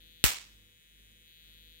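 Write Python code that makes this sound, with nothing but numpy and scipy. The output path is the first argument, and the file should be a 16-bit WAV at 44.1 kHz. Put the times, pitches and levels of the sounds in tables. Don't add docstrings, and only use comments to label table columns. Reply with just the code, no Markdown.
import sys
import numpy as np
from scipy import signal
from scipy.fft import rfft, irfft, next_fast_len
from scipy.io import wavfile
from scipy.ndimage import uniform_filter1d, map_coordinates

SR = 44100
rng = np.random.default_rng(int(sys.argv[2]) if len(sys.argv) > 2 else 0)


def amplitude_ratio(level_db):
    exponent = np.asarray(level_db, float) / 20
    return 10 ** exponent


def master_out(mix):
    frames = np.transpose(np.atleast_2d(mix))
    ceiling = np.clip(frames, -1, 1)
    pcm = np.round(ceiling * 32767).astype(np.int16)
    wavfile.write(sys.argv[1], SR, pcm)


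N = 79380
SPARK_S = 0.2407


def unit(x):
    return x / np.sqrt(np.mean(x ** 2) + 1e-20)


def along(points, hz):
    f, v = np.transpose(points)
    return np.interp(np.log(hz + 1), np.log(f + 1), v)


def sides(rows):
    rows = np.array(rows)
    return lambda hz: amplitude_ratio([along(rows[:, [0, 1]], hz), along(rows[:, [0, 2]], hz)])


def curves(rows):
    s, *cols = np.transpose(rows)
    return [np.interp(np.arange(N) / SR, s, c) for c in cols]


def wobble(rate):
    knots = rng.standard_normal(int(N * rate / SR) + 4)
    return map_coordinates(knots, [np.arange(N) * rate / SR])


def filtered(x, response):
    m = next_fast_len(N + SR // 2)
    return irfft(rfft(x, m) * response(np.fft.rfftfreq(m, 1 / SR)), m)[..., :N]


def delay(f, seconds):
    return np.exp(-2j * np.pi * f * seconds)


def resonances(rows, order=1):
    def response(f):
        total = 0
        for k, (centre, width, left_db, right_db) in enumerate(rows):
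            damping = 1j * f * width * order ** 0.53
            mode = damping / (centre * centre - f * f + damping)
            total = total + (-1) ** k * amplitude_ratio([[left_db], [right_db]]) * mode ** order
        return total
    return response


def rush(spectrum, alike):
    def mid_side(hz):
        turn = np.arccos(np.clip(along(alike, hz), -1, 1)) / 2
        return amplitude_ratio(along(spectrum, hz)) * [np.cos(turn), np.sin(turn)]
    mid, side = filtered(rng.standard_normal((2, N)), mid_side)
    return unit(np.array([mid + side, mid - side]))


def tail(stretch):
    # frequency in Hz, decay time t60 in s.
    room_decay = [(100, 0.36), (500, 0.33), (2000, 0.37), (5000, 0.38), (9000, 0.31), (15000, 0.21)]
    hz, t, z = signal.stft(rng.standard_normal((2, SR)), SR, nperseg=256)
    t60 = stretch * along(room_decay, hz)[:, None]
    h = signal.istft(z * amplitude_ratio(-60 * t / t60), SR, nperseg=256)[1]
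    h = h * np.clip(np.arange(h.shape[1]) / SR / 0.0011, 0, 1)
    return h / np.linalg.norm(h[0])


def hiss():
    # frequency in Hz, left in dB, right in dB.
    hiss_colour = [(1100, -11, -10), (2900, -1, 0), (4500, -15, -22), (5300, -20, -18), (6600, -1, 2),
                   (7500, -14, -11), (11000, -12, -20), (15500, -8, -11)]
    z = signal.stft(rng.standard_normal((2, N)), nperseg=512)[2]
    patches = uniform_filter1d(rng.standard_normal(z.shape[1:]), size=8, axis=0)
    patches = unit(uniform_filter1d(patches, size=10, axis=1))
    noise = signal.istft(z * amplitude_ratio(0.89 * patches), nperseg=512)[1][:, :N]
    return amplitude_ratio(-75.5) * unit(filtered(noise, sides(hiss_colour)))


def fan():
    # time in s, hum level in dB.
    beat_swell = [(0, -59.5), (.17, -65), (.3, -64), (.57, -59), (.68, -67), (.78, -76.5), (.9, -66),
                  (1.02, -60.5), (1.2, -66), (1.33, -71.5), (1.46, -60.5), (1.72, -60.5), (1.8, -67)]
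    # frequency in Hz, level in dB, beat lag in s.
    hum_lines = [(49, 0, 0), (101.8, -9.5, 0.074), (158.4, -15.5, -.1), (201, -14, 0.042),
                 (241, -18.5, 0.091), (322, -20.5, .04), (490, -20.5, 0.14)]
    # frequency in Hz, spectral density in dB per Hz.
    air_colour = [(30, -27), (60, -3.5), (150, -11.5), (480, -18), (800, -33), (1200, -30.5), (1750, -12.5),
                  (2600, -25.5)]
    # frequency in Hz, left-right likeness from -1 to 1.
    air_likeness = [(60, 0.08), (300, 0.39), (700, 0.34), (1400, -0.6)]
    air_db, air_follows = -69, 0.37
    t = np.arange(N) / SR

    def swell_db(lag):
        return np.interp(t - lag, *np.transpose(beat_swell))

    hum = 0
    for hz, db, lag in hum_lines:
        line_db = db + swell_db(lag) + 1.5 * wobble(4)
        hum = hum + amplitude_ratio(line_db) * np.sin(2 * np.pi * hz * t + 0.4 * wobble(3))
    air_level_db = air_db + wobble(10) + air_follows * (swell_db(0) + 67.5)
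    air = amplitude_ratio(air_level_db) * rush(air_colour, air_likeness)
    return hum * amplitude_ratio([[-0.7], [0.7]]) + air


def charger():
    # time in s, ticks per second.
    tick_pace = [
        (0, 161.5),
        (.24, 161.6),
        (.26, 159.1),
        (.55, 159.62),
        (.95, 160.0),
        (1.25, 160.62),
        (1.55, 161.06),
        (1.8, 161.3),
    ]
    # time in s, left in dB, right in dB, facing from 0 to 1.
    tick_level = [
        (0, -57, -65.5, 1),
        (.23, -57.5, -64.5, 1),
        (.5, -60.5, -68.5, 0.6),
        (.78, -61.5, -68, 0.05),
        (1.0, -60, -68, 0),
        (1.24, -59.5, -66.5, 0.03),
        (1.28, -57.5, -63, 1),
        (1.5, -56.5, -63.5, 1),
        (1.8, -56.5, -64, 1),
    ]
    # frequency in Hz, width in Hz, left in dB, right in dB,
    # loss in dB when turned away.
    board_modes = [(1539, 170, -15.5, -6.5, -2.5), (2050, 300, -12, -3, -3), (2477, 147, -8, 1.5, -1),
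                   (3312, 646, 2, -1, 0), (3888, 760, -4, -11.5, 5), (4323, 250, -4, -29.5, 34),
                   (6410, 290, -16, -11, -4), (7860, 1200, -26.5, -21, -8), (8520, 510, -50, -21.5, 7),
                   (10200, 700, -15, -27, -5), (12180, 320, -7, -42, 3), (13340, 430, -34, -16.5, 9),
                   (14040, 390, -8.5, -46, 0.5), (15400, 260, -17, -2, -1)]
    start_turn, scatter_db, right_lag_s, room_db = 0.24, 0.15, 0.00041, -7
    turns = start_turn + np.cumsum(curves(tick_pace)[0]) / SR
    at = np.interp(np.arange(1, int(turns[-1]) + 1), turns, np.arange(N) / SR) * SR
    size = amplitude_ratio(scatter_db * rng.standard_normal(len(at)))

    near = np.floor(at)[:, None] + np.arange(-7, 9)
    d = near - at[:, None]
    shape = size[:, None] * np.sinc(d) * np.cos(np.pi * d / 16) ** 2
    pulses = np.bincount(np.clip(near, 0, N - 1).astype(int).ravel(), shape.ravel(), N)

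    def heard(modes):
        ring = resonances(modes, order=2)
        lag = np.array([[0], [right_lag_s]])
        return filtered(-pulses, lambda f: ring(f) * (1j * f / (1000 + 1j * f)) ** 2 * delay(f, lag))

    left_db, right_db, facing = curves(tick_level)
    front = heard([row[:4] for row in board_modes])
    away = heard([(c, w, l - loss, r - loss) for c, w, l, r, loss in board_modes])
    direct = (away + np.clip(facing, 0, 1) * (front - away)) / front.std(axis=1, keepdims=True)
    wet = signal.fftconvolve(direct, tail(0.1), axes=1)[:, :N]
    return amplitude_ratio([left_db, right_db]) * direct + amplitude_ratio(room_db + right_db) * wet


def overload():
    kick_db, right_db, rise_s, decay_s = -0.5, -5.5, 0.00034, 0.00078
    cut_hz, cut_q = 54, 1.57
    t = np.arange(N) / SR - SPARK_S
    push = (t > 0) * np.exp(-np.abs(t) / decay_s) * (1 - np.exp(-np.abs(t) / rise_s))

    def low_cut(f):
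        return (-f * f / (cut_hz ** 2 - f * f + 1j * f * cut_hz / cut_q)) ** 2

    return amplitude_ratio(kick_db) * filtered(push, low_cut) * np.array([[-1], [amplitude_ratio(right_db)]])


def spark():
    # frequency in Hz, width in Hz, left in dB, right in dB.
    port_modes = [(1500, 1200, -25.5, -10), (2910, 1180, 8, -7), (4460, 2000, -15, -5.5),
                  (8200, 1200, -23.5, -1), (11180, 2200, 3, -8), (14800, 2400, -3.5, -7.5)]
    # delay in s, left in dB, right in dB.
    reflections = [(.0004, -15, -11.5), (.0007, -23, -7), (.0011, -18.5, -9.5), (.0022, -12, -34),
                   (.0047, -17, -27), (.0057, -38, -18), (.0063, -27.5, -25.5), (.0121, -40.5, -2),
                   (.0175, -18, -28.5)]
    # frequency in Hz, left in dB, right in dB.
    room_colour = [(180, -14, -12.5), (477, -10.5, -9), (1000, -4.5, -4.5), (2600, -1.5, 2),
                   (4800, -3.5, -3), (8400, -5, 0.5), (9300, -9, -7.5), (15500, -1.5, -1)]
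    spark_db, rise_s, right_gain_db = -1, 0.00006, 9.5
    room_db, late_db, late_t60 = -13, -41.5, 1
    u = np.clip(np.arange(N) / SR - SPARK_S, 0, None) / rise_s
    pulse = (u > 0) * (1 - u) * np.exp(-u)

    def echoes(f):
        total = amplitude_ratio([[0], [right_gain_db]])
        for k, (s, left_db, right_db) in enumerate(reflections):
            total = total + (-1) ** (k + 1) * amplitude_ratio([[left_db], [right_db]]) * delay(f, s)
        return total

    snap = filtered(pulse, resonances(port_modes))
    near = filtered(snap / np.abs(snap[0]).max(), echoes)

    flutter_db = 2.9 * np.array([wobble(350), wobble(350)])[:, :SR]
    answer = amplitude_ratio(room_db + flutter_db) * tail(1)[:, :SR]
    answer = answer + amplitude_ratio(late_db) * tail(late_t60 / 0.28)[:, :SR]
    answer = np.pad(answer, ((0, 0), (round(SPARK_S * SR), N)))[:, :N]
    toned = filtered(answer, lambda f: sides(room_colour)(f) * (f > 120))
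    return amplitude_ratio(spark_db) * (near + toned * 20)


def scene():
    quiet = filtered(hiss() + fan() + charger(), lambda hz: hz < 15800)
    return quiet + overload() + spark()


def low_pass(x):
    return signal.sosfilt(signal.butter(12, 17140, fs=SR, output="sos"), x)


def record(dry):
    x = filtered(dry, lambda hz: 1 / (1 + (hz / 16250) ** 200))
    return low_pass(np.clip(x, -1, 1))


dry = scene()
out = record(dry)
master_out(out)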